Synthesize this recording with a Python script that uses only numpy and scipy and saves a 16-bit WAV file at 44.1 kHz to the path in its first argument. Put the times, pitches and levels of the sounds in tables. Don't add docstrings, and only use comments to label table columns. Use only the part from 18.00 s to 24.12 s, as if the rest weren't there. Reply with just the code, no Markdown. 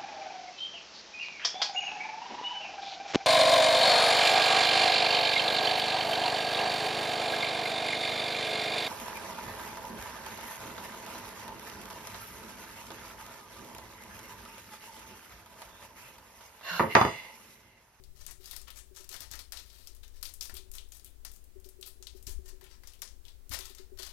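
import sys
import numpy as np
from scipy import signal
from scipy.fft import rfft, irfft, next_fast_len
from scipy.io import wavfile

SR = 44100
rng = np.random.default_rng(int(sys.argv[2]) if len(sys.argv) > 2 else 0)


def file_out(sig):
    cols = np.atleast_2d(sig).T
    lim = np.clip(cols, -1, 1)
    pcm = np.round(lim * 32767).astype(np.int16)
    wavfile.write(sys.argv[1], SR, pcm)


N = 269892
TIME = np.arange(N) / SR


def from_db(db):
    return 10 ** (np.asarray(db) / 20)


def unit_energy(x):
    return x / np.sqrt(np.sum(x ** 2) + 1e-20)


def unit_rms(x):
    return unit_energy(x) * np.sqrt(len(x))


def band(x, low_hz, high_hz):
    return signal.sosfilt(signal.butter(2, [low_hz, high_hz], "band", fs=SR, output="sos"), x)


def coloured(x, spectrum):
    hz, db = np.transpose(spectrum)
    size = next_fast_len(len(x))
    bin_hz = np.maximum(np.fft.rfftfreq(size, 1 / SR), 1)
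    gain = from_db(np.interp(np.log(bin_hz), np.log(hz), db))
    return irfft(rfft(x, size) * gain, size)[:len(x)]


def resonance(x, hz, width_hz):
    radius = np.exp(-np.pi * width_hz / SR)
    feedback = [1, -2 * radius * np.cos(2 * np.pi * hz / SR), radius ** 2]
    return signal.lfilter(np.array([1, 0, -1]) * (1 - radius ** 2) / 2, feedback, x)


def soft_ring(hz, t60, rise_s):
    t = TIME[:SR]
    attack = 1 - np.exp(-(t / rise_s) ** 2)
    return np.sin(2 * np.pi * hz * t) * from_db(-60 * t / t60) * attack


def echoes(t60, delay_s=0.0):
    t = TIME[:SR // 3]
    return unit_energy(rng.standard_normal(len(t)) * from_db(-60 * t / t60) * (t >= delay_s))


def scattered(per_s):
    starts = np.arange(0, N / SR, 1 / per_s)
    return starts + rng.random(len(starts)) / per_s


def add(out, start_s, sound):
    at = max(round(start_s * SR), 0)
    out[at:at + len(sound)] += sound[:max(N - at, 0)]


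# (frequency [Hz], relative level [dB])
AIR_SPECTRUM = [(60, 20), (135, 14), (200, 12.5), (380, 13.5), (600, 7.5), (1000, -2), (2000, -4.5),
                (4000, -30), (8000, -6), (13000, -20), (16000, -22)]
# (frequency [Hz], rms level [dB])
HUM_TONES = [(53, -57.5), (377, -78.5), (1777, -112)]

def room_tone(air_db=-65):
    hum = sum(from_db(db) * np.sqrt(2) * np.sin(2 * np.pi * (hz * TIME + rng.random()))
              for hz, db in HUM_TONES)
    air = unit_rms(coloured(rng.standard_normal(N), AIR_SPECTRUM))
    return hum + from_db(air_db) * air


# (frequency [Hz], relative level [dB])
WALL_SPECTRUM = [(100, 17.5), (500, 6), (1200, 3), (2400, 5), (4300, 2), (7000, 2.5), (10000, 5),
                 (13000, -8.5), (16000, -2.5)]

def room_echo():
    early = from_db(-6) * echoes(t60=.058, delay_s=.002)
    tail = coloured(echoes(t60=.26, delay_s=.002), WALL_SPECTRUM)
    return early + from_db(-.12) * unit_energy(tail)


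# (frequency [Hz], relative level [dB])
RUMBLE_SPECTRUM = [(15, -3), (22, 6), (28, -27), (36, -14.5), (52, -7), (75, -12.5), (105, -28),
                   (160, -34.5), (300, -68)]
# (frequency [Hz], relative level [dB], t60 [s])
TABLE_MODES = [(58.2, -2, 0.39), (80.5, -2.5, 0.26), (150, -13.5, 0.096), (232, -8, 0.078),
               (291, -15.5, 0.16)]
# (time [s], relative level [dB])
TABLE_BUMPS = [(1.196, -43), (1.305, -43.5), (1.581, -60), (2.521, -40), (4.263, -35.5), (5.498, -32)]
# (time [s], level [dB], frequency [Hz], t60 [s])
TABLE_RINGS = [(0, -62, 134, 4.3), (4.302, -34, 25.2, 1.33)]

def table_rumble(shake_db=-49, wander_db=2, sway_db=13.5, sway_at_s=4.39, sway_s=.094, rise_s=.0065):
    sway = sway_db * np.exp(-((TIME - sway_at_s) / sway_s) ** 2)
    turns_s = np.arange(0, N / SR, .15)
    wander = wander_db * np.interp(TIME, turns_s, rng.uniform(-1.1, 1, len(turns_s)))
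    shaking = unit_rms(coloured(rng.standard_normal(N), RUMBLE_SPECTRUM))
    out = from_db(shake_db + wander + sway) * shaking
    thump = sum(from_db(db) * soft_ring(hz, t60, rise_s) for hz, db, t60 in TABLE_MODES)
    for at_s, db in TABLE_BUMPS:
        add(out, at_s, from_db(db) * thump)
    for at_s, db, hz, t60 in TABLE_RINGS:
        add(out, at_s, from_db(db) * soft_ring(hz, t60, rise_s))
    return out


# (frequency [Hz], relative level [dB], t60 [s])
ARM_MODES = [(380.2, 4.5, 0.1), (378.5, -19.5, 0.78), (399.2, -8.5, 0.14), (250.5, -7, 0.066),
             (528, -26.5, 0.2), (580, -24, 0.23)]
# (time [s], relative level [dB])
ARM_NUDGES = [(0, -50.5), (0.394, -49), (0.907, -46.5), (0.996, -49.5), (1.1, -53), (2.53, -45.5),
              (2.586, -49), (2.652, -53.5), (3.051, -55.5), (3.555, -41.5), (3.652, -41), (3.785, -44),
              (3.875, -55), (3.996, -49), (4.144, -43), (4.278, -45.5), (4.384, -47), (4.44, -48),
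              (4.524, -46), (4.622, -48.5), (5.588, -44), (5.698, -47.5), (5.792, -42.5), (5.915, -40.5),
              (5.99, -40.5)]

def microphone_arm(gain_db=2, rise_s=.011):
    out = np.zeros(N)
    trembles = [(at_s, -62) for at_s in scattered(per_s=5)]
    for at_s, db in ARM_NUDGES + trembles:
        push_s = rise_s * rng.uniform(.75, 1.25)
        ping = sum(from_db(mode_db) * soft_ring(hz, t60, push_s) for hz, mode_db, t60 in ARM_MODES)
        add(out, at_s, from_db(db + gain_db) * ping)
    return out


# (frequency [Hz], bandwidth [Hz], relative level [dB])
STACK_MODES = [(550, 220, -11), (1000, 167, 3.5), (1290, 260, -1), (1903, 363, 4.5), (1960, 360, -13),
               (1808, 88, -4.5)]

def card_slip(ring_hz, knock_db, edge_db, width_hz, click_db):
    low_split_hz, high_split_hz = 2700, 8200
    click = signal.unit_impulse(SR // 60)
    modes = sum((-1) ** k * from_db(db) * resonance(click, hz, width)
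                for k, (hz, width, db) in enumerate(STACK_MODES))
    knock = band(modes + from_db(-10) * click, 256, low_split_hz)
    damping = (ring_hz / 5000) ** 1.5
    card_mode = resonance(click, ring_hz, width_hz * damping)
    ring = band(card_mode + from_db(click_db) * damping * click, low_split_hz, high_split_hz)
    edge_mode = resonance(click, hz=13300, width_hz=2000)
    crack = band(edge_mode + from_db(-7) * click, high_split_hz, 14700)
    return (unit_energy(ring)
            - from_db(knock_db) * unit_energy(knock)
            - from_db(edge_db) * unit_energy(crack))


def snap(ring_hz, knock_db, edge_db):
    arrivals = room_echo() + .89 * echoes(t60=.013)
    arrivals[0] += .42
    slip = card_slip(ring_hz, knock_db, edge_db, width_hz=1900, click_db=-8)
    return signal.fftconvolve(slip, arrivals)


def friction(size, slips_per_s=2200, spread_db=2.5, hiss_db=-6, grip_step_s=.004):
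    strengths = from_db(spread_db * np.minimum(rng.exponential(1, size), 4))
    signs = rng.choice([-1, 1], size)
    slips = unit_rms(strengths * signs * (rng.random(size) < slips_per_s / SR))
    turns_s = np.arange(0, size / SR, grip_step_s)
    grip_db = np.interp(TIME[:size], turns_s, rng.uniform(-12.3, 6, len(turns_s)))
    hiss = from_db(hiss_db) * rng.standard_normal(size)
    return unit_rms(from_db(grip_db) * (slips + hiss))


RISE_SHARE = .4
# (time of top speed [s], length [s], relative level [dB], card ring [Hz], edge hiss over ring [dB])
STROKES = [(0.216, 0.16, -52, 5300, -4), (0.293, 0.057, -48.5, 7600, -20.5), (0.522, 0.32, -48, 4300, -0.5),
           (0.684, 0.044, -49, 3470, -21), (0.781, 0.09, -45, 6900, -1), (0.999, 0.14, -45.5, 5950, -4.5),
           (1.137, 0.095, -40.5, 4700, -3), (1.227, 0.084, -41.5, 4850, -6), (1.332, 0.07, -40, 5060, -11),
           (1.404, 0.047, -42, 4230, -2.5), (1.584, 0.14, -47, 4350, -9), (1.781, 0.53, -54.5, 4100, -1.5),
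           (2.04, 0.032, -50, 3500, -6), (2.193, 0.18, -56.5, 4930, -4.5), (2.262, 0.051, -46.5, 4760, 4),
           (2.445, 0.1, -47.5, 4700, 8.5), (2.569, 0.07, -46.5, 3470, 3.5), (2.761, 0.08, -45, 6200, 3),
           (2.947, 0.11, -51, 7870, 2.5), (3.068, 0.029, -50.5, 2980, 6), (3.365, 0.046, -57.5, 6900, 4),
           (3.654, 0.043, -57, 5100, 7), (3.88, 0.07, -46, 4400, 7), (4.169, 0.05, -57, 4550, 2.5),
           (4.276, 0.03, -43, 5960, 1), (4.309, 0.06, -42.5, 6600, 3), (4.48, 0.096, -49, 6300, -4),
           (4.661, 0.12, -54.5, 3130, -12), (4.73, 0.099, -52, 4740, -12), (4.907, 0.22, -58.5, 4550, -10),
           (5.272, 0.083, -57, 3580, -1.5), (5.542, 0.099, -33.5, 4340, -3.5),
           (5.661, 0.2, -47, 3460, -1.5), (5.796, 0.061, -48, 4100, -5.5), (5.999, 0.066, -40, 4350, -4),
           (6.065, 0.18, -43, 4170, -5)]

def card_slides(gain_db=-6):
    out = np.zeros(N)
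    for fastest_s, length_s, db, ring_hz, edge_db in STROKES:
        t = TIME[TIME < length_s]
        rise_s = RISE_SHARE * length_s
        swell = np.clip(t / rise_s, 0, 1) ** .45
        fade = np.clip((length_s - t) / (length_s - rise_s), 0, 1) ** 2.16
        knock_db = -9.5 - .35 * edge_db
        slip = card_slip(ring_hz, knock_db, edge_db, width_hz=2400, click_db=-6)
        rub = signal.fftconvolve(swell * fade * friction(len(t)), slip)
        arrivals = room_echo()
        arrivals[0] += 1
        add(out, fastest_s - rise_s, from_db(db + gain_db) * signal.fftconvolve(rub, arrivals))
    return out


def card_shifts(gain_db=20, spread_db=4, every_s=.08, max_clicks=8, low_hz=3300, high_hz=7000):
    out = np.zeros(N)
    for fastest_s, length_s, db, _, _ in STROKES:
        for k, (jitter, strength, pitch) in enumerate(rng.random((max_clicks, 3))):
            delay_s = (k + jitter) * every_s
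            if delay_s < (1 - RISE_SHARE) * length_s:
                click = snap(low_hz + (high_hz - low_hz) * pitch, knock_db=-10, edge_db=0)
                gain = from_db(db + gain_db - spread_db * (1 - strength))
                add(out, fastest_s + delay_s, gain * click)
    return out


# (time [s], relative level [dB], card ring [Hz], crack over ring [dB])
EDGE_SNAPS = [(0.0382, -28.5, 4800, -2.5), (0.2648, -14, 7400, 0.5), (0.31, -21, 7300, 5),
              (0.458, -18, 5260, 0.5), (0.5116, -15, 3780, 4), (0.564, -14.5, 4870, 4.5),
              (0.68, -22.5, 2600, -13), (0.704, -19, 3830, 1), (0.773, -18.5, 7700, -6),
              (0.9493, -33, 4870, -2), (0.962, -19.5, 6840, -4), (1.0912, -16, 6950, -1),
              (1.2052, -17, 4940, 6), (1.3134, -13, 5600, -0.5), (1.3914, -15.5, 4570, -0.5),
              (1.5217, -9.5, 5000, -2), (1.5716, -12, 4160, -10), (1.7006, -23.5, 4360, -15),
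              (1.8725, -18, 5330, -2), (2.2279, -10.5, 4440, 4), (2.2536, -10, 4500, -11),
              (2.4095, -5.5, 5400, -10.5), (2.425, -15, 5600, -7), (2.4542, -15.5, 5200, -2),
              (2.5674, -13.5, 4040, -5), (2.7832, -14.5, 3460, -11), (2.9206, -20, 6330, 1),
              (3.2495, -12.5, 5360, -0.5), (3.6448, -26, 5060, -9), (3.8275, -13.5, 3700, -10),
              (4.0256, -19, 6400, -6), (4.0698, -13, 4040, -10.5), (4.2689, -12, 6100, -5.5),
              (4.873, -19, 5640, -1), (4.9354, -29, 2960, 3), (5.0189, -9, 5300, -1.5),
              (5.0762, -19.5, 5570, -27), (5.2522, -26.5, 3240, -8), (5.282, -21, 3840, -24),
              (5.536, -12, 5200, -2), (5.6081, -15.5, 3330, -7), (5.6556, -18, 6320, -2),
              (6.0225, -12.5, 4500, -8)]
# (time [s], relative level [dB])
STACK_TAPS = [(0.532, -24), (0.681, -24), (1.1422, -17), (1.3362, -17), (1.532, -20), (2.2306, -25),
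              (2.4958, -20.5), (3.2528, -25.5), (4.6114, -28.5), (4.835, -29), (5.0202, -19.5),
              (5.5189, -16), (5.5419, -12.5), (5.9996, -25.5)]
# (time [s], relative level [dB])
CORNER_CATCHES = [(1.949, -33.5), (2.3385, -23), (2.5415, -24), (2.7157, -26.5), (2.8874, -42),
                  (2.968, -30.5), (3.0456, -26), (3.316, -30.5), (3.3368, -32), (3.441, -38.5),
                  (3.6, -40.5), (3.689, -30.5), (3.812, -27.5), (4.2265, -30.5), (4.6407, -34),
                  (5.4935, -25.5)]

def card_hits(gain_db=-4):
    out = np.zeros(N)
    for at_s, db, ring_hz, edge_db in EDGE_SNAPS:
        knock_db = -14.5 + .4 * edge_db
        add(out, at_s, from_db(db) * snap(ring_hz, knock_db, edge_db))
    for at_s, db in STACK_TAPS:
        add(out, at_s, from_db(db) * snap(ring_hz=4860, knock_db=1, edge_db=-.5))
    for at_s, db in CORNER_CATCHES:
        add(out, at_s, from_db(db) * snap(ring_hz=7702, knock_db=-16.5, edge_db=8.5))
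    return from_db(gain_db) * out


def scene(hiss_db=-68):
    hiss = from_db(hiss_db) * rng.standard_normal((2, N))
    bed = room_tone() + table_rumble()
    microphone = bed + card_hits() + card_slides() + microphone_arm() + card_shifts()
    return np.array([microphone, np.zeros(N)]) + hiss


def record(dry):
    return signal.sosfilt(signal.ellip(10, .2, 70, 16000, fs=SR, output="sos"), dry)


dry = scene()
out = record(dry)
file_out(out)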